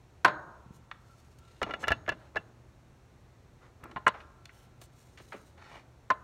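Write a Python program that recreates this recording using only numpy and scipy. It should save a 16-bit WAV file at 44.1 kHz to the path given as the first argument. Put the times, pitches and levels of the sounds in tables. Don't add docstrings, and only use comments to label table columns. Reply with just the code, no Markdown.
import sys
import numpy as np
from scipy import signal
from scipy.fft import rfft, irfft
from scipy.io import wavfile

SR = 44100
rng = np.random.default_rng(int(sys.argv[2]) if len(sys.argv) > 2 else 0)


def inscribe(sig):
    pcm = np.round(np.clip(np.atleast_2d(sig).T, -1, 1) * 32767)
    wavfile.write(sys.argv[1], SR, pcm.astype(np.int16))


N = 274743
T = np.arange(N) / SR
BANDS_HZ = 100 * 2 ** (np.arange(23) / 3)
BAND_FILTERS = [signal.butter(2, [hz / 2 ** (1 / 6), hz * 2 ** (1 / 6)], "band", fs=SR, output="sos")
                for hz in BANDS_HZ]

# start in seconds, level in dB, contact corner, favoured pitch and snap centre
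# in Hz, housing and nose ring in dB, share of ring time left by the grip, send to flywheel and room in dB,
# lag of the flat contact in seconds, its relative level in dB.
KNOCKS = [(0.246, -6.5, 10000, 1012, 3750, -8.5, -24, 1.2, -13, 0.0099, -12.5),
          (0.279, -22.5, 5760, 720, 3870, -16, -17, .8, -8, 0.013, -9),
          (3.96, -27.5, 3900, 950, 2600, -12, -15, 0.61, -15, 0.0077, -2),
          (4.065, -11, 2530, 1700, 7800, -6, -1.5, 0.69, -22, 0.0029, -8.5),
          (4.0775, -15.5, 7600, 2100, 7800, -7, -5, .6, -20.5, .0034, -11),
          (6.1018, -13, 3700, 1360, 5800, -4, -23, 0.77, -20.5, 0.0029, -14)]
# catch time in seconds, level in dB, lead of the first touch in seconds,
# its relative level in dB, its corner in Hz, nose and gear ring in dB.
CLINKS = [(1.6288, -25.5, 0.013, 2.5, 1700, 4, -11), (1.671, -41.5, .007, 8, 1000, -6.5, -0.5),
          (1.7079, -35, 0.015, 2.5, 1000, 9.5, 0), (1.7371, -32.5, .006, -27, 1500, 9, 3.5),
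          (1.839, -34, 0.011, -1.5, 1100, 10.5, 11.5), (1.881, -23.5, .009, -6, 1900, 6, 4.5),
          (1.918, -26, .014, 1.5, 1900, 7.5, 13), (2.091, -26.5, 0.013, -0.5, 1700, 1.5, 9.5),
          (2.122, -38, 0.0053, 2.5, 1500, 3.5, 4.5), (2.368, -31.5, 0.01, 4, 2200, 3, 13.5)]
# pitch in Hz, level in dB, t60 in s.
NOSE_MODES = [(800, -6, 0.0063), (1368, -0.5, .055), (1340, -19.5, 0.023), (1990, -4.5, .04),
              (2260, -3.5, 0.016), (2870, -23.5, .045), (2880, -2, 0.056), (3020, -15, .03),
              (3486, -14.5, 0.091), (4170, -18, 0.021)]
STEEL_NOTE = [(1346, 0, 4.6)]


def undb(db):
    return 10 ** (np.asarray(db) / 20)


def unit(x):
    return x * np.sqrt(.003 * SR / np.sum(x ** 2))


def add(track, start_s, x):
    i = max(int(start_s * SR), 0)
    track[i:i + len(x)] += x[:N - i]


def columns_at(table, hz):
    table_hz, *columns = np.transpose(table)
    return [np.interp(np.log(hz), np.log(table_hz), column) for column in columns]


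def fade(t60_s, size):
    return np.exp(-np.log(1000) * T[:size] / max(t60_s, 1e-3))


def hump_db(hz, centre_hz, octaves):
    return 20 * np.log10(np.exp(-.5 * (np.log2(hz / centre_hz) / octaves) ** 2) + 1e-6)


def wander(steps, count=2000):
    return np.interp(steps, np.arange(count), rng.standard_normal(count))


def burst(band_db, band_t60_s, size=4500):
    noise = rng.standard_normal((len(BANDS_HZ), size))
    return sum(undb(db) * unit(signal.sosfilt(sos, row * fade(t60_s, size)))
               for sos, row, db, t60_s in zip(BAND_FILTERS, noise, band_db, band_t60_s))


def ring(modes, grip=1, size=7000, detune=0.0012):
    shifts = 1 + detune * rng.standard_normal(len(modes))
    return unit(sum(undb(db) * unit(np.sin(2 * np.pi * hz * shift * T[:size]) * fade(t60_s * grip, size))
                    for (hz, db, t60_s), shift in zip(modes, shifts)))


def contact(x, corner_hz):
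    return signal.sosfilt(signal.butter(2, min(corner_hz, SR / 3), fs=SR, output="sos"), x)


def spread(x, rise_s):
    return x * (1 - np.exp(-T[:len(x)] / rise_s))


def thud(centre_hz, t60_s, size=4500):
    hz = centre_hz * np.exp(0.13 * rng.standard_normal())
    jolt = np.sin(2 * np.pi * hz * T[:size]) * fade(t60_s, size)
    return unit(spread(jolt, rise_s=0.00085))


def tap(centre_hz, octaves, t60_s):
    return unit(burst(hump_db(BANDS_HZ, centre_hz, octaves), np.full(len(BANDS_HZ), t60_s)))


def stroke(length_s, centre_hz, octaves, size=24000):
    slip_hz, pressure_hz, mode_spacing_hz = 350, 35, 170
    t = T[:size]
    hz = np.fft.rfftfreq(size, 1 / SR) + 1
    slips = undb(2.5 * wander(t * slip_hz) + wander(t * pressure_hz))
    colour = undb(hump_db(hz, centre_hz, octaves) + 3.5 * wander(hz / mode_spacing_hz)) / np.sqrt(hz)
    grain = irfft(rfft(slips * rng.standard_normal(size)) * colour, size)
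    swell = np.sin(np.pi * np.minimum(t / length_s, 1))
    return swell * grain / grain.std()


def workshop(air_db=-58, hum_hz=120, hum_db=-65.5):
    # frequency in Hz, relative noise density in dB.
    air_spectrum = [(15, -46), (25, -11.5), (59, -2.5), (80, -1), (92, -6.5), (123, -3.5), (190, -14),
                    (270, -13.5), (301, -18), (363, -12.5), (405, -17.5), (936, -22), (1840, -28.5),
                    (6380, -37.5), (16000, -52.5)]
    density_db, = columns_at(air_spectrum, np.fft.rfftfreq(N, 1 / SR) + 1)
    air = irfft(rfft(rng.standard_normal(N)) * undb(density_db), N)
    hum = np.sqrt(2) * np.sin(2 * np.pi * hum_hz * T)
    return undb(air_db) * air / air.std() + undb(hum_db) * hum


def room(x, build_s=0.005):
    # frequency in Hz, relative density in dB, t60 in seconds.
    echo_bands = [(100, 1, 1), (308.7, -0.5, 1), (548, -4, .85), (1050, -5, 1), (1540, -5, 0.61),
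                  (2268, -8.5, 0.16), (3000, -2.5, 0.2), (3980, -4.5, 0.35), (7900, -9.5, 0.17),
                  (14970, -21.5, .12)]
    db, t60_s = columns_at(echo_bands, BANDS_HZ)
    tail = burst(db + 10 * np.log10(BANDS_HZ), t60_s, size=SR) * (1 - np.exp(-T[:SR] / build_s))
    mid_gain = np.sqrt(np.mean(np.abs(rfft(tail)[700:1600]) ** 2))
    return signal.fftconvolve(x, tail / mid_gain)[:N]


def hands(jerk_db=3, jerk_hz=60):
    # start and length in seconds, level in dB, centre in Hz.
    swishes = [(0.716, 0.082, -69, 5800), (.96, 0.46, -72, 5600), (1.383, 0.26, -67, 3800),
               (1.787, 0.066, -53.5, 4300), (4.502, 0.18, -67.5, 7500), (4.801, .07, -62.5, 6500),
               (4.909, 0.23, -67, 5840), (5.032, 0.55, -67.5, 5680), (5.376, .14, -82, 12000),
               (5.6, 0.25, -67, 3140)]
    out = np.zeros(N)
    for start_s, length_s, db, centre_hz in swishes:
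        add(out, start_s, undb(db) * stroke(length_s, centre_hz, octaves=0.95))
    return out * undb(jerk_db * wander(T * jerk_hz))


def rubs(sing_db=-69):
    # start and length in seconds, level in dB, centre in Hz.
    slides = [(1.608, 0.19, -49, 700), (1.748, 0.19, -49.5, 440), (2.149, 0.16, -64, 1500),
              (3.598, .1, -60, 1140), (3.795, 0.16, -53, 460), (4.107, 0.18, -63.5, 1580),
              (4.465, .24, -67.5, 1500), (5.566, 0.18, -55.5, 1100), (5.678, .15, -52.5, 1170)]
    light_drags = [(1.077, 0.078), (1.359, 0.22)]
    out = np.zeros(N)
    for start_s, length_s, db, centre_hz in slides:
        add(out, start_s, undb(db) * stroke(length_s, centre_hz, octaves=1.38))
    for start_s, length_s in light_drags:
        add(out, start_s, undb(sing_db) * stroke(length_s, STEEL_NOTE[0][0], octaves=0.033))
    return out


def taps():
    # start in seconds, level in dB, centre in Hz, width in octaves, t60 in seconds.
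    touches = [(0.913, -35, 1730, 0.72, 0.031), (1.386, -58, 5870, 1.2, 0.044),
               (2.0625, -46, 2000, 0.45, 0.024), (2.348, -44.5, 750, 0.98, 0.02),
               (3.835, -43, 1450, 0.65, 0.04), (3.84, -55, 9200, 0.64, 0.0093),
               (3.855, -44.5, 1190, 0.43, 0.01), (3.913, -47, 1640, 1.07, 0.035),
               (4.141, -37, 1030, 0.91, 0.18), (4.203, -48.5, 2100, 0.68, 0.045),
               (4.455, -45, 3280, 1, 0.016), (4.493, -48, 1900, 0.39, 0.049),
               (4.8148, -45.5, 2000, 2.8, 0.053), (5.174, -45, 2300, 0.96, 0.16),
               (5.199, -45.5, 594, 1.6, 0.038), (5.321, -35, 1380, 0.81, 0.16),
               (5.3293, -43, 1314, 1.37, 0.041), (5.3397, -37, 359, 0.59, 0.062),
               (5.578, -50.5, 1103, 1.3, 0.083)]
    # start in seconds, level in dB, centre in Hz.
    bumps = [(0.661, -45.5, 200), (0.707, -39.5, 150), (1.906, -28, 75.4), (1.919, -33, 75),
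             (3.833, -46, 90), (3.96, -43, 141)]
    out = np.zeros(N)
    for start_s, db, centre_hz, octaves, t60_s in touches:
        add(out, start_s, undb(db) * tap(centre_hz, octaves, t60_s))
    for start_s, db, centre_hz in bumps:
        add(out, start_s, undb(db) * thud(centre_hz, t60_s=0.022))
    return out


def nose_resonance(x, peak_db=-9, width_hz=70):
    peaks = sum(signal.lfilter(*signal.iirpeak(hz, hz / width_hz, fs=SR), x) for hz, _, _ in NOSE_MODES)
    return x + undb(peak_db) * peaks


def hanging_steel(note_db, ping_db):
    # pitch in Hz, level in dB, t60 in seconds.
    ping_mode = [(6592, 0, 1.1)]
    note = ring(STEEL_NOTE, size=50000, detune=0)
    ping = ring(ping_mode, size=50000, detune=0)
    return undb(note_db) * note + undb(ping_db) * ping


def after_ring(flywheel_db=-3):
    # pitch in Hz, level in dB, t60 in seconds.
    flywheel_modes = [(450, -6, 0.4), (610, 4.5, .25), (905, -1, 0.41), (1036, -3, .35), (1230, -3.5, 0.27),
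                      (1337.7, -4.5, .3), (1468.4, -13, 0.3), (1604, -13, 0.21), (1730, -4.5, .3),
                      (3930, -10.5, 0.13)]
    out = np.zeros(N)
    for start_s, db, *_, send_db, _, _ in KNOCKS:
        flywheel = ring(flywheel_modes, size=20000, detune=0.00052)
        add(out, start_s, undb(db + send_db + flywheel_db) * flywheel)
        add(out, start_s, hanging_steel(note_db=db - 40, ping_db=db + send_db - 33))
    for start_s, db, *_ in CLINKS:
        add(out, start_s, hanging_steel(note_db=db - 42, ping_db=db - 37))
    return out


def clinks(thud_db=-12.5, crack_send_db=-18, ring_send_db=-26):
    # frequency in Hz, level in dB, t60 in seconds.
    gear_modes = [(671, -6.5, 0.039), (1454, -9, 0.036), (1706, 4.5, 0.032), (1860, -20, .035),
                  (2708, -7, 0.062)]
    steel_bands = [(148, -10, 0.17), (420, 0, 0.022), (640, 4, 0.0083), (934, 3, 0.084), (1580, 4.5, 0.012),
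                   (2330, 4, 0.065), (3370, 2.5, 0.04), (6070, 2.5, 0.028), (8200, -3.5, 0.015),
                   (15200, 8, 0.021)]
    steel_db, steel_t60_s = columns_at(steel_bands, BANDS_HZ)
    direct, send = np.zeros(N), np.zeros(N)
    for catch_s, catch_db, lead_s, touch_db, touch_hz, tip_db, teeth_db in CLINKS:
        catch_hz = 5020 * 2 ** ((catch_db + 26.5) / 10)
        touch = catch_s - lead_s, catch_db + touch_db, touch_hz, -0.5, -17, -3.5
        skip = catch_s - 0.64 * lead_s, catch_db + touch_db - 7, 1480, -1.5, tip_db, teeth_db
        catch = catch_s, catch_db, catch_hz, -1.5, tip_db, teeth_db
        for start_s, db, corner_hz, crack_db, nose_db, gear_db in touch, skip, catch:
            crack = undb(crack_db) * unit(contact(burst(steel_db, steel_t60_s), corner_hz))
            jolt = undb(thud_db) * thud(centre_hz=76, t60_s=0.039)
            impact = spread(crack + jolt, rise_s=0.00023)
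            modes = undb(nose_db) * ring(NOSE_MODES) + undb(gear_db) * ring(gear_modes)
            ringing = spread(contact(modes, corner_hz), rise_s=0.0015)
            for part, send_db in (impact, crack_send_db), (ringing, ring_send_db):
                add(direct, start_s, undb(db) * part)
                add(send, start_s, undb(db + send_db) * part)
    return direct, send


def knocks(focus_db=5, snap_db=-17.5, snap_lag_s=0.0011):
    # frequency in Hz, level in dB, t60 in seconds.
    housing_modes = [(655, -16.5, 0.16), (823, -18, .08), (1040, 10.5, 0.1), (1163, -19, .08),
                     (1460, -11, 0.057), (1560, -4.5, .03), (1850, -10.5, 0.053)]
    iron_bands = [(150, -27.5, .08), (393, -13, 0.036), (660, -5.5, 0.05), (1080, -1.5, 0.049),
                  (1720, 3, 0.03), (2100, -5.5, 0.051), (3200, -13.5, 0.09), (4242, -12, 0.066),
                  (5300, -28, 0.029), (8640, -19.5, 0.029), (15000, -15, .014)]
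    iron_db, iron_t60_s = columns_at(iron_bands, BANDS_HZ)
    direct, send = np.zeros(N), np.zeros(N)
    for (edge_s, edge_db, corner_hz, place_hz, snap_hz,
         body_db, tip_db, grip, send_db, lag_s, flat_db) in KNOCKS:
        snap = contact(tap(snap_hz, octaves=0.42, t60_s=0.028), corner_hz)
        add(direct, edge_s + snap_lag_s, undb(edge_db + snap_db) * snap)
        edge = edge_s, edge_db, place_hz, body_db, tip_db
        flat = edge_s + lag_s, edge_db + flat_db, 0.88 * place_hz, body_db + 13, tip_db + 12
        for start_s, db, pitch_hz, housing_db, nose_db in edge, flat:
            place_db = focus_db * undb(hump_db(BANDS_HZ, pitch_hz, octaves=0.56))
            iron = burst(iron_db + place_db, iron_t60_s * np.sqrt(grip))
            crack = undb(db) * unit(contact(iron, corner_hz))
            jolt = undb(-31 + 0.26 * db) * thud(centre_hz=200, t60_s=0.029)
            impact = spread(crack + jolt, rise_s=0.0026)
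            modes = undb(housing_db) * ring(housing_modes, grip) + undb(nose_db) * ring(NOSE_MODES, grip)
            ringing = spread(undb(db) * contact(modes, corner_hz), rise_s=0.0035)
            for part, part_send_db in (impact, send_db), (ringing, send_db - 5):
                add(direct, start_s, part)
                add(send, start_s, undb(part_send_db) * part)
    return direct, send


def scene(handling_send_db=-11.5):
    blows, blows_send = knocks()
    gear, gear_send = clinks()
    handling = nose_resonance(taps() + rubs() + hands())
    echo = room(blows_send + gear_send + undb(handling_send_db) * handling)
    return (blows + gear + after_ring() + handling + echo + workshop())[None]


def record(dry, low_cut_hz=38, top_hz=15800):
    # centre and width in Hz, depth from 0 to 1.
    mic_dips = [(3180, 1000, 0.3), (4890, 450, .6), (10400, 1200, 0.3)]
    x = signal.sosfilt(signal.butter(2, low_cut_hz, "high", fs=SR, output="sos"), dry)
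    for hz, width_hz, depth in mic_dips:
        x = x - depth * signal.lfilter(*signal.iirpeak(hz, hz / width_hz, fs=SR), x)
    return signal.sosfilt(signal.ellip(10, .2, 70, top_hz, fs=SR, output="sos"), x)


dry = scene()
out = record(dry)
inscribe(out)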